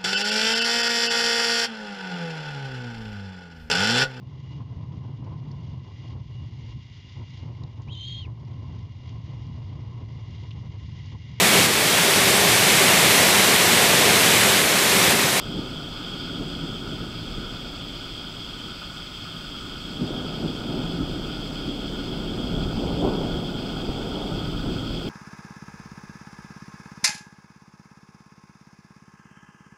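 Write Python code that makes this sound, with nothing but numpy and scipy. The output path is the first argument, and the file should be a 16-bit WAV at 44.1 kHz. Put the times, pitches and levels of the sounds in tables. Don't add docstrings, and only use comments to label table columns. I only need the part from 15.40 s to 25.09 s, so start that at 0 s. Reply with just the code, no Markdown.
import sys
import numpy as np
from scipy import signal
from scipy.fft import rfft, irfft, next_fast_len
from scipy.io import wavfile

SR = 44100
rng = np.random.default_rng(int(sys.argv[2]) if len(sys.argv) > 2 else 0)


def store_pcm(level_fs):
    pcm = np.round(np.clip(level_fs, -1, 1) * 32767).astype(np.int16)
    wavfile.write(sys.argv[1], SR, np.atleast_2d(pcm).T)


N = 427329
TIME, FREQS = np.arange(N) / SR, np.fft.rfftfreq(N, 1 / SR)


def amp(db):
    return 10 ** (np.asarray(db) / 20)


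def unit(x):
    return x / np.sqrt(np.mean(x ** 2) + 1e-20)


def slope(points):
    hz, db = np.transpose(points)
    return amp(np.interp(np.log(FREQS + 1), np.log(hz), db))


def humps(modes):
    power = sum(amp(db) ** 2 * .5 ** ((2 * (FREQS - hz) / width) ** 2) for hz, width, db in modes)
    return np.sqrt(power)


def colour(x, gain):
    size = next_fast_len(N)
    size_gain = np.interp(np.fft.rfftfreq(size, 1 / SR), FREQS, gain)
    return unit(irfft(rfft(x, size) * size_gain, size)[:N])


def calls(per_s, length, pulses_per_s, t60, echo_db, spread_db):
    count = int(per_s * (N / SR + 1))
    longest = SR // 2
    voices, echo_power = np.zeros(N + 4 * SR), np.zeros(N + 4 * SR)
    for k, (late, near, rasp, hold) in enumerate(rng.uniform(-1, 1, (count, 4))):
        start = int(((k + late) / per_s + 1) * SR)
        span = min(int(length * (1 + 0.21 * hold) * SR), longest)
        swell = amp(spread_db * near) * np.sin(np.pi * np.arange(span) / span)
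        period = SR / (pulses_per_s * (1 + .35 * rasp))
        beats = np.arange(0, span / period, 1)
        uneven_beats = beats + .1 * rng.standard_normal(len(beats))
        at = np.clip(uneven_beats * period, 0, span - 1).astype(int)
        voices[start + at] += swell[at] * np.sqrt(period)
        echo_power[start:start + span] += swell ** 2
    keep = np.exp(-np.log(1e6) / (t60 * SR))
    echo_level = np.sqrt(signal.lfilter([1 - keep], [1, -keep], echo_power))
    echo = echo_level * rng.standard_normal(len(voices))
    return (voices + amp(echo_db) * echo)[int(1.8 * SR):][:N]


def frogs(honk_db=-46, quack_db=-45.5, trill_db=-40.5):
    # centre in Hz, width in Hz, relative level in dB.
    honkers = [(970, 240, -9.5), (1284, 130, 4), (1444, 91, 5), (1634, 87, -7.5)]
    quackers = [(2215, 167, 0), (2517, 105, 1.5), (2740, 420, 2), (4360, 430, 2), (4680, 530, -4),
                (4880, 285, 5.5), (5290, 620, -11)]
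    trillers = [(3100, 163, -3), (3285, 125, 3.5), (3471, 250, -3.5), (6600, 280, -28)]
    honks = calls(per_s=44, length=.045, pulses_per_s=160, t60=0.58, echo_db=2, spread_db=4.5)
    quacks = calls(per_s=46, length=.07, pulses_per_s=110, t60=0.36, echo_db=5.5, spread_db=2.5)
    trills = calls(per_s=44, length=.04, pulses_per_s=95, t60=0.51, echo_db=4.5, spread_db=2.0)
    surge_s, surge_half_s, surge_db = 0.76, 0.22, 2.1
    surge = amp(surge_db * np.exp(-((TIME - surge_s) / surge_half_s) ** 2))
    return surge * (amp(honk_db) * colour(honks, humps(honkers))
                    + amp(quack_db) * colour(quacks, humps(quackers))
                    + amp(trill_db) * colour(trills, humps(trillers)))


def insects(db=-58):
    # centre in Hz, width in Hz, relative level in dB.
    buzz_bands = [(6110, 1230, 2.5), (7310, 170, 4.5), (7560, 360, 3.5), (7870, 310, 5), (8350, 770, -2.5)]
    strokes = calls(per_s=57, length=0.086, pulses_per_s=330, t60=0.39, echo_db=6, spread_db=1.5)
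    return amp(db) * colour(strokes, humps(buzz_bands))


def walls():
    # centre in Hz, width in Hz at half the dB, change in dB.
    reflections = [(86.8, 19, -5.5), (101.5, 30, 3), (163.3, 14.3, 3.5), (328, 18.6, -4), (360, 30, 1.5)]
    return amp(sum(db * .5 ** ((2 * (FREQS - hz) / width) ** 2) for hz, width, db in reflections))


def night(db=-44.5):
    # frequency in Hz, relative level in dB.
    far_blur = [(100, 9), (160, 6.5), (400, -6.5), (600, 0), (1000, -2.5), (1400, -2.5), (1850, -7),
                (2600, -7.5), (3600, 0), (3950, -10.5), (5200, -5.5), (5800, -11.5), (6500, -56),
                (9000, -26.5)]
    return amp(db) * colour(rng.standard_normal(N), slope(far_blur) * walls())


def shocks(per_s, spread_db):
    size = amp(spread_db * np.minimum(rng.exponential(1, N), 3))
    sign = rng.choice([-1, 1], N)
    return size * sign * (rng.random(N) < per_s / SR)


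def steadied(x, span):
    window = signal.windows.hann(int(span * SR) | 1)
    energy = signal.oaconvolve(x ** 2, window, "same")
    weight = signal.oaconvolve(np.ones(N), window, "same")
    return x / np.sqrt(np.abs(energy / weight) + 1e-9)


def lumps(per_s, depth_db):
    speeds = per_s * np.geomspace(.4, 1.6, 16)
    t = TIME[::200]
    wander = unit(sum(np.sin(2 * np.pi * (speed * t + rng.random())) for speed in speeds))
    return amp(depth_db * np.interp(TIME, t, wander))


def thunder(body_db=0, edge_db=-0.3, deep_db=0.5, clap_db=-0.5, crack_db=-8):
    # time in seconds, level in dB,
    # brighter edge and deep shudder, both in dB relative to that level.
    roll = [(0, -43.5, -3, 2), (0.1, -32.5, -11.5, -9), (0.55, -39.5, -8, -3.5), (1, -34, -13.5, -8),
            (1.95, -38.5, -9.5, 0.0), (2.3, -40, -8.5, -2.5), (3.7, -45, -12, -2.5),
            (4.45, -39.5, -15.0, -3), (4.7, -32.0, -7, -8.0), (5.22, -34.5, -9, -6),
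            (5.31, -28, -10, -12.5), (5.62, -30.5, -11.5, -5), (6.05, -35, -8.5, -4.5),
            (7, -30.5, -10.0, -6.0), (7.22, -29.5, -9.0, -1.5), (7.72, -27.0, -5, -7),
            (8.15, -31.5, -9, -7.5), (8.85, -32.0, -3.5, -5), (9.1, -31, -10.5, -0.5),
            (9.69, -31.5, -10.0, -4)]
    # time in seconds,
    # level in dB, half length in seconds, brighter edge and deep shudder in dB relative to that level.
    claps = [(0.18, -28.5, 0.024, -14, -8), (1.017, -28, 0.016, -12, -10), (1.238, -30, 0.02, -22, -20),
             (1.527, -31.5, 0.014, -18, -20), (1.632, -35, 0.023, -12, -17), (1.99, -35, 0.034, -20, 0),
             (3.266, -40, 0.036, -17, -16), (3.966, -39.5, .02, -25, -22), (4.631, -23.5, 0.022, -25, -20),
             (5.056, -25.5, 0.036, -16.5, -12), (5.61, -25, 0.016, -27, -7),
             (6.285, -28.5, 0.022, -25, -25), (6.991, -26, 0.0092, -25, -23), (7.16, -27, 0.025, -20, -2),
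             (7.39, -26, .012, -22, -20), (7.648, -20, 0.023, -6.5, -11), (7.94, -32, .025, -10, 2),
             (8.492, -30, 0.0081, -7.5, 4), (8.92, -30, 0.02, -15, -12), (9.285, -31, 0.055, -10.5, -10)]
    # frequency in Hz, relative level in dB.
    body_tone = [(70, -30), (100, -15), (135, -3.5), (170, 1), (200, -0.5), (290, 0), (380, -6),
                 (470, -15.5), (650, -24.5), (1200, -80)]
    edge_tone = [(250, -22), (400, 1.5), (490, -1.5), (620, -2.5), (830, -5.5), (960, -11.5), (1150, -18),
                 (1500, -50), (2500, -70)]
    deep_tone = [(6, -24), (18, -12), (38, 3.5), (50, -3), (62, -4), (84, -7.5), (110, -4), (135, -9),
                 (180, -21), (300, -65)]

    s, level_db, bright_db, low_db = np.transpose(roll)
    rolling = lumps(per_s=7, depth_db=0.5)
    deep_rolling = lumps(per_s=7, depth_db=1.0)
    body = (rolling * amp(body_db + np.interp(TIME, s, level_db))) ** 2
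    edge = (rolling * amp(edge_db + np.interp(TIME, s, level_db + bright_db))) ** 2
    deep = (deep_rolling * amp(deep_db + np.interp(TIME, s, level_db + low_db))) ** 2
    crack = np.zeros(N)
    for at, db, half, sharp_db, thump_db in claps:
        burst = amp(db + clap_db) ** 2 * np.exp(-((TIME - at) / half) ** 2)
        body = body + burst
        edge = edge + burst * amp(sharp_db) ** 2
        deep = deep + burst * amp(thump_db) ** 2
        crack = crack + burst * amp(sharp_db) ** 4
    echo_tail = np.exp(-TIME[:SR // 2] / 0.028) / (0.049 * SR)
    crack_echo = np.sqrt(signal.oaconvolve(crack, echo_tail)[:N].clip(0))

    fronts = shocks(per_s=2400, spread_db=2.5)
    near_fronts = shocks(per_s=2600, spread_db=2.5)
    deep_fronts = shocks(per_s=900, spread_db=0.0)
    site = walls()
    return (np.sqrt(body) * steadied(colour(fronts, slope(body_tone) * site), span=0.13)
            + np.sqrt(edge) * steadied(colour(near_fronts, slope(edge_tone) * site), span=0.12)
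            + amp(crack_db) * crack_echo * colour(near_fronts, humps([(1050, 320, 0)]))
            + np.sqrt(deep) * steadied(colour(deep_fronts, slope(deep_tone) * site), span=0.24))


def scene():
    return (frogs() + insects() + night() + thunder())[None]


def record(dry, hiss_db=-62.0):
    # frequency in Hz, peak level in dB.
    whine_tones = [(6016, -77), (6543, -78), (7219, -76), (8021, -66.5), (11472, -83)]
    hiss_tone = slope([(5000, -0.55), (9500, 0.27), (12000, -0.67), (16000, -2)])
    hiss = amp(hiss_db) * colour(rng.standard_normal(N), hiss_tone)
    whine = sum(amp(db) * np.sin(2 * np.pi * hz * TIME) for hz, db in whine_tones)
    cutoff_hz = 15800
    lowpass = signal.firwin(511, cutoff_hz, window=("kaiser", 9), fs=SR)
    return signal.oaconvolve(dry + hiss + whine, lowpass[None], "same")


dry = scene()
out = record(dry)
store_pcm(out)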